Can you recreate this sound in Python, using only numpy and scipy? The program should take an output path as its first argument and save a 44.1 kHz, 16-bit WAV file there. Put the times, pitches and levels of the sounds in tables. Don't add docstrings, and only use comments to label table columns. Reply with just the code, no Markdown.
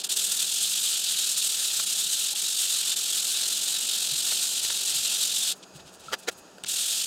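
import sys
import numpy as np
from scipy import signal
from scipy.fft import rfft, irfft
from scipy.io import wavfile

SR = 44100
rng = np.random.default_rng(int(sys.argv[2]) if len(sys.argv) > 2 else 0)


def output_pcm(signal):
    pcm = np.clip(np.atleast_2d(signal).T, -1, 1) * 32767
    wavfile.write(sys.argv[1], SR, np.round(pcm).astype(np.int16))


N = 311346
TIME = np.arange(N) / SR
FREQS = np.fft.rfftfreq(N, 1 / SR)

# (start [s], stop [s])
BOUTS = [(-.01, 5.524), (6.686, 7.1)]
# (time [s], pace [strokes/s])
STROKE_PACE = [
    [(0.084, 40.5), (0.4, 39.0), (0.86, 53.0), (1.104, 39.0), (1.55, 40.0), (1.81, 30.0), (2.28, 44.0),
     (2.47, 47.0), (2.7, 46.0), (3.26, 41.5), (3.53, 44.5), (3.824, 48.0), (4.1, 43.5), (4.41, 50.0),
     (4.76, 46.0), (5.29, 44.5), (5.524, 47.5)],
    [(6.68, 39.5), (6.87, 43.0), (7.06, 46.0)],
]
# (time [s], level [dB], brightness [dB])
HAND_PRESSURE = [(0, -31.5, -2), (.1, -27, 2.5), (.27, -27.5, 4), (.52, -27, .7), (.85, -25.5, 0),
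                 (1.15, -26.5, -1), (1.52, -26, 2), (2.3, -27, .3), (2.8, -26, 0.5), (3.2, -26.6, 0.4),
                 (4.05, -27, -.5), (4.33, -26, 0.5), (4.6, -27, -1), (5.4, -26, -1), (6.7, -26.5, 2.5),
                 (7.05, -27.5, 1)]
# (time [s], boost [dB])
HARD_PUSHES = [(0.046, 5.5), (.126, 3.5), (.172, 4.5), (.249, 4), (.321, 3), (.4, 2), (.431, 4.5),
               (.589, 1.5), (1.19, 2.5), (1.38, 3.5), (1.87, 1.5), (2.135, 4.5), (2.705, 2.5), (2.967, 1.5),
               (5.495, 0.5), (6.692, 1)]
# (time [s], dip [dB], half length [s])
HAND_STALLS = [(0.029, -17, 0.0051), (0.067, -10, 0.0068), (0.084, -30, 0.0044), (0.15, -9.5, 0.0056),
               (1.355, -3, .012), (1.855, -7, 0.0059), (2.343, -11, 0.0064), (2.952, -11.5, 0.0059),
               (4.622, -5, 0.008)]
# (frequency [Hz], relative level [dB])
RASP_SPECTRUM = [(1900, -85), (2250, -22.5), (2600, -9), (3000, -5), (3650, -1.5), (4300, -1.5), (5800, -5),
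                 (6900, -1), (8400, -1), (9600, -6), (11000, -11.5), (13000, -11.5), (14500, -17.5),
                 (16000, -26.5)]
# (frequency [Hz], relative level [dB])
BODY_SPECTRUM = [(40, -32), (150, -15), (400, -17), (750, -7.5), (1030, -9.5), (1380, 0.5), (1560, -0.5),
                 (1720, -1), (2100, -3.5), (2800, -9), (5000, -58)]
# (time [s], level [dB], half length [s], edge share [0-1], snap [dB])
PART_KNOCKS = [(1.8, -30, 0.0036, 0.6, 16), (4.323, -29.5, 0.0031, 0.3, 7), (4.65, -31.5, 0.0022, 0.51, 11),
               (4.705, -28.5, 0.0031, 0.6, 21), (5.796, -50, 0.0051, 0.2, -4),
               (6.136, -24, 0.008, 0.13, -5), (6.2866, -23, 0.0068, 0.94, -2.5),
               (6.584, -42.5, 0.0017, 0.6, -14), (6.6462, -33, 0.003, 0.26, 11)]
# (frequency [Hz], width [Hz], face-hit level [dB], edge-hit level [dB])
PART_MODES = [(340, 69, -9, 7), (460, 67, 5, 11.5), (574, 81, -2, -13), (668, 67, 3, 10),
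              (907, 78, 12, -21), (1165, 66, 11, -13), (1397, 120, 8.5, 12), (1697, 51, 2, 8.5),
              (1860, 68, -0.5, -21), (2690, 130, -8, -8), (2880, 180, 1, -25), (3150, 86, -5, -17),
              (3570, 80, -10, -9), (3900, 130, -18, 0), (4650, 120, 4, -2), (5050, 180, -18, -12),
              (5500, 200, -25, -9), (6560, 260, -23, 2), (7800, 550, -27, -29)]
# (frequency [Hz], relative level [dB])
SNAP_SPECTRUM = [(170, -10), (400, -6), (600, -2.5), (1500, 2), (2200, 1), (3100, 8.5), (4300, 3.5),
                 (8000, -1), (10000, -20), (14000, -35), (16000, -25)]
# (time [s], relative level [dB], half length [s], brightness [dB])
FINGER_BRUSHES = [(5.57, -51, .015, 12), (5.635, -42.5, 0.0057, -23), (5.765, -48, 0.014, -1),
                  (5.806, -47, 0.0054, -19), (5.878, -49.5, 0.016, -6), (5.944, -48.5, 0.012, 6),
                  (6.006, -50, .007, 8), (6.078, -48.5, 0.045, -5), (6.196, -42.5, 0.0078, 11),
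                  (6.234, -49, .012, 1), (6.325, -45.5, 0.009, 6), (6.386, -47, 0.01, 13),
                  (6.638, -30, 0.0014, -2), (6.669, -33, 0.006, -5)]
# (frequency [Hz], relative level [dB])
SKIN_SPECTRUM = [(1900, -16), (2700, -1.5), (3700, 1), (5800, -4.5), (8000, -1), (10000, -7), (13000, -15),
                 (16000, -17)]
# (time [s], level [dB], ring time [s], pitch [Hz])
SMALL_CLINKS = [(.163, -51, 0.013, 428), (2.333, -46.5, 0.004, 830), (6.083, -36, 0.0033, 1330),
                (6.107, -45, 0.0026, 1300)]
# (time [s], thud level [dB], rumble level [dB])
BENCH_BUMPS = [(.615, -59, -71), (1.766, -58, -71), (4.119, -45, -71), (4.64, -59, -67), (4.949, -54, -62),
               (5.75, -46, -72), (5.85, -53, -74), (6.064, -55, -67), (6.636, -54, -77)]
# (frequency [Hz], relative level [dB])
AIR_SPECTRUM = [(25, -22), (60, -20), (110, -17.5), (170, 0), (260, -1), (360, 0.5), (550, 0), (760, 0),
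                (1080, -7.5), (1350, -5), (1800, -9.5), (2150, -22), (2700, -12), (7500, -15), (11000, -24),
                (16000, -34)]
# (time [s], gain [dB])
AIR_SWELL = [(0, 1.5), (.7, -3.5), (2.8, -2.5), (3.6, 0.5), (6.5, 0.5), (7.05, -2.5)]
# (frequency [Hz], width [Hz], relative level [dB])
FAN_WHIR = [(1412, 24, 1), (2570, 90, 0.5), (4880, 160, -1), (6620, 83, 3), (6750, 160, -9)]
# (frequency [Hz], level [dB])
FAN_HUM = [(189.8, -66.5), (379.2, -68)]


def sanding(fade_s=0.007, grit_db=-16, body_db=-22.5, ring_db=-11, chatter_db=0.4, rocking_db=2, bite=0.32):
    outside_s = np.min([np.maximum(start - TIME, TIME - stop).clip(0) for start, stop in BOUTS], axis=0)
    force = strokes() * np.exp(-np.minimum(outside_s / fade_s, 20))
    cutting = unit_rms(rng.standard_normal(N) + gain_of(grit_db) * grains(per_s=3000, spread_db=4))
    speed_db = 20 * np.log10(np.maximum(force / np.median(force), 0.1))
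    times, _, bright_db = np.transpose(HAND_PRESSURE)
    treble_db = np.interp(TIME, times, bright_db) + bite * speed_db + rocking_db * wander(per_s=65)
    rasp = brighten(colour(cutting, contour(RASP_SPECTRUM)), treble_db)
    body = gain_of(body_db + wander(per_s=8.1)) * colour(cutting, contour(BODY_SPECTRUM))
    ring = gain_of(ring_db) * singing()
    chatter = gain_of(chatter_db * wander(per_s=230))
    return (rasp + ring + body) * force * chatter


def strokes(uneven_db=0.81, turn_db=-3.5, roundness=0.44, push_half_s=0.006):
    times, press_db, _ = np.transpose(HAND_PRESSURE)
    peak_db = np.interp(TIME, times, press_db) + uneven_db * wander(per_s=24)
    push_db = sum(db * swell(at, push_half_s) for at, db in HARD_PUSHES)
    sharpness = np.maximum(1 + roundness * wander(per_s=23), 0)
    sag_db = turn_db * sharpness * np.cos(np.pi * stroke_count()) ** 4
    stall_db = sum(dip_db * swell(at, half_s) for at, dip_db, half_s in HAND_STALLS)
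    return gain_of(peak_db + push_db + sag_db + stall_db)


def stroke_count():
    count = np.zeros(N)
    for pace, (start, _) in zip(STROKE_PACE, BOUTS):
        times, per_s = np.transpose(pace)
        total = np.cumsum(np.interp(TIME, times, per_s)) / SR
        count = np.where(TIME >= start, total - np.interp(times[0], TIME, total), count)
    return count


def singing(grip_hz=3634, rise_hz_per_s=42, drift_hz=190, rock_hz=3150, roam_hz=280, waver_db=3):
    (first_start, _), (second_start, _) = BOUTS
    in_bout_s = TIME - np.where(TIME < second_start, first_start, second_start)
    grip_pitch = grip_hz + rise_hz_per_s * in_bout_s + drift_hz * wander(per_s=29)
    rasp_eq = contour(RASP_SPECTRUM)
    grip = resonate(hiss(rasp_eq), grip_pitch, width_hz=230)
    rocking = resonate(hiss(rasp_eq), rock_hz + roam_hz * wander(per_s=16.6), width_hz=330)
    grip_gain = gain_of(waver_db * wander(per_s=26))
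    rocking_gain = gain_of(-5 + waver_db * wander(per_s=13))
    return grip * grip_gain + rocking * rocking_gain


def knocks(size=4096, low_cut_hz=260):
    out = np.zeros(N)
    t, hz = np.arange(size) / SR, np.fft.rfftfreq(size, 1 / SR)
    bass_cut = (1 - np.exp(-(hz / low_cut_hz) ** 2)) ** 2
    for at, level_db, half_s, edge, snap_db in PART_KNOCKS:
        modes = [(f, width, (1 - edge) * face_db + edge * edge_db)
                 for f, width, face_db, edge_db in PART_MODES]
        envelope = swell(t[size // 2], half_s, t)
        smear = grains(per_s=5500, spread_db=3.5, size=size)
        ring = colour(smear, resonances(modes, hz) * bass_cut)
        snap = gain_of(snap_db) * colour(smear, contour(SNAP_SPECTRUM, hz))
        clack = unit_rms((ring + snap) * envelope) * np.sqrt(np.mean(envelope ** 2))
        start = round(at * SR) - size // 2
        out[start:start + size] += gain_of(level_db) * clack
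    return out


def handling(brush_db=-1):
    grit = colour(grains(per_s=2900, spread_db=2), contour(SKIN_SPECTRUM))
    brushes = sum(gain_of(db) * swell(at, half_s) * brighten(grit, treble_db, split_hz=7500)
                  for at, db, half_s, treble_db in FINGER_BRUSHES)
    clinks = sum(bump(*clink) for clink in SMALL_CLINKS)
    return gain_of(brush_db) * brushes + clinks


def bench(rest_db=-77, uneven_db=3.5, lag_s=0.022, centre_hz=80, width_hz=90):
    rumble = hiss(resonances([(centre_hz, width_hz, 0)]) ** 2)
    resting = gain_of(rest_db + uneven_db * wander(per_s=4))
    shaken = sum(gain_of(db) * swell(at + lag_s, half_s=0.055) for at, _, db in BENCH_BUMPS)
    thuds = sum(bump(at, db, ring_s=0.008, hz=147.5) for at, db, _ in BENCH_BUMPS)
    return rumble * (resting + shaken) + thuds


def workshop(air_db=-53, whir_db=-60, waver_hz=2.7, flutter_db=2):
    hum = np.zeros(N)
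    for hz, db in FAN_HUM:
        cycles = np.cumsum(hz + waver_hz * wander(per_s=9.8)) / SR
        hum += np.sqrt(2) * gain_of(db + flutter_db * wander(per_s=3)) * np.sin(2 * np.pi * cycles)
    air = gain_of(air_db + np.interp(TIME, *np.transpose(AIR_SWELL))) * hiss(contour(AIR_SPECTRUM))
    whir = gain_of(whir_db + flutter_db * wander(per_s=10)) * hiss(resonances(FAN_WHIR))
    return air + whir + hum


def bump(at, level_db, ring_s, hz):
    age = np.clip((TIME - at) / ring_s, 0, 20)
    envelope = age * np.exp(1 - age)
    return gain_of(level_db) * np.sqrt(2) * envelope * np.sin(2 * np.pi * hz * (TIME - at))


def grains(per_s, spread_db, size=N):
    strength = gain_of(spread_db * np.minimum(rng.exponential(1, size), 4))
    return unit_rms(strength * rng.choice([-1, 1], size) * (rng.random(size) < per_s / SR))


def hiss(response):
    return colour(rng.standard_normal(N), response)


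def wander(per_s):
    return hiss(np.exp(-(FREQS / per_s) ** 2))


def swell(at, half_s, t=TIME):
    return np.exp(-np.minimum(((t - at) / half_s) ** 2 / 2, 20))


def brighten(x, treble_db, split_hz=5500):
    low = irfft(rfft(x) / (1 + (FREQS / split_hz) ** 6), N)
    tilt = gain_of(treble_db)
    return (low + tilt * (x - low)) / np.sqrt((1 + tilt ** 2) / 2)


def resonate(x, hz, width_hz):
    carrier = np.exp(2j * np.pi * np.cumsum(hz) / SR)
    pole = np.exp(-np.pi * width_hz / SR)
    return unit_rms((carrier * signal.lfilter([1 - pole], [1, -pole], x / carrier)).real)


def resonances(modes, hz=FREQS):
    return sum(gain_of(db) * 1j * hz * width / (f ** 2 - hz ** 2 + 1j * hz * width)
               for f, width, db in modes)


def contour(points, hz=FREQS):
    f, db = np.transpose(points)
    return gain_of(np.interp(np.log(hz + 1), np.log(f), db))


def colour(x, response):
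    return unit_rms(irfft(rfft(x) * response, len(x)))


def unit_rms(x):
    return x / np.sqrt(np.mean(x ** 2) + 1e-20)


def gain_of(db):
    return 10 ** (np.asarray(db) / 20)


def scene():
    return (sanding() + knocks() + handling() + bench() + workshop())[None]


def record(dry):
    high_cut = signal.firwin(511, cutoff=15900, window=("kaiser", 9), fs=SR)
    return signal.oaconvolve(dry, high_cut[None], "same")


dry = scene()
out = record(dry)
output_pcm(out)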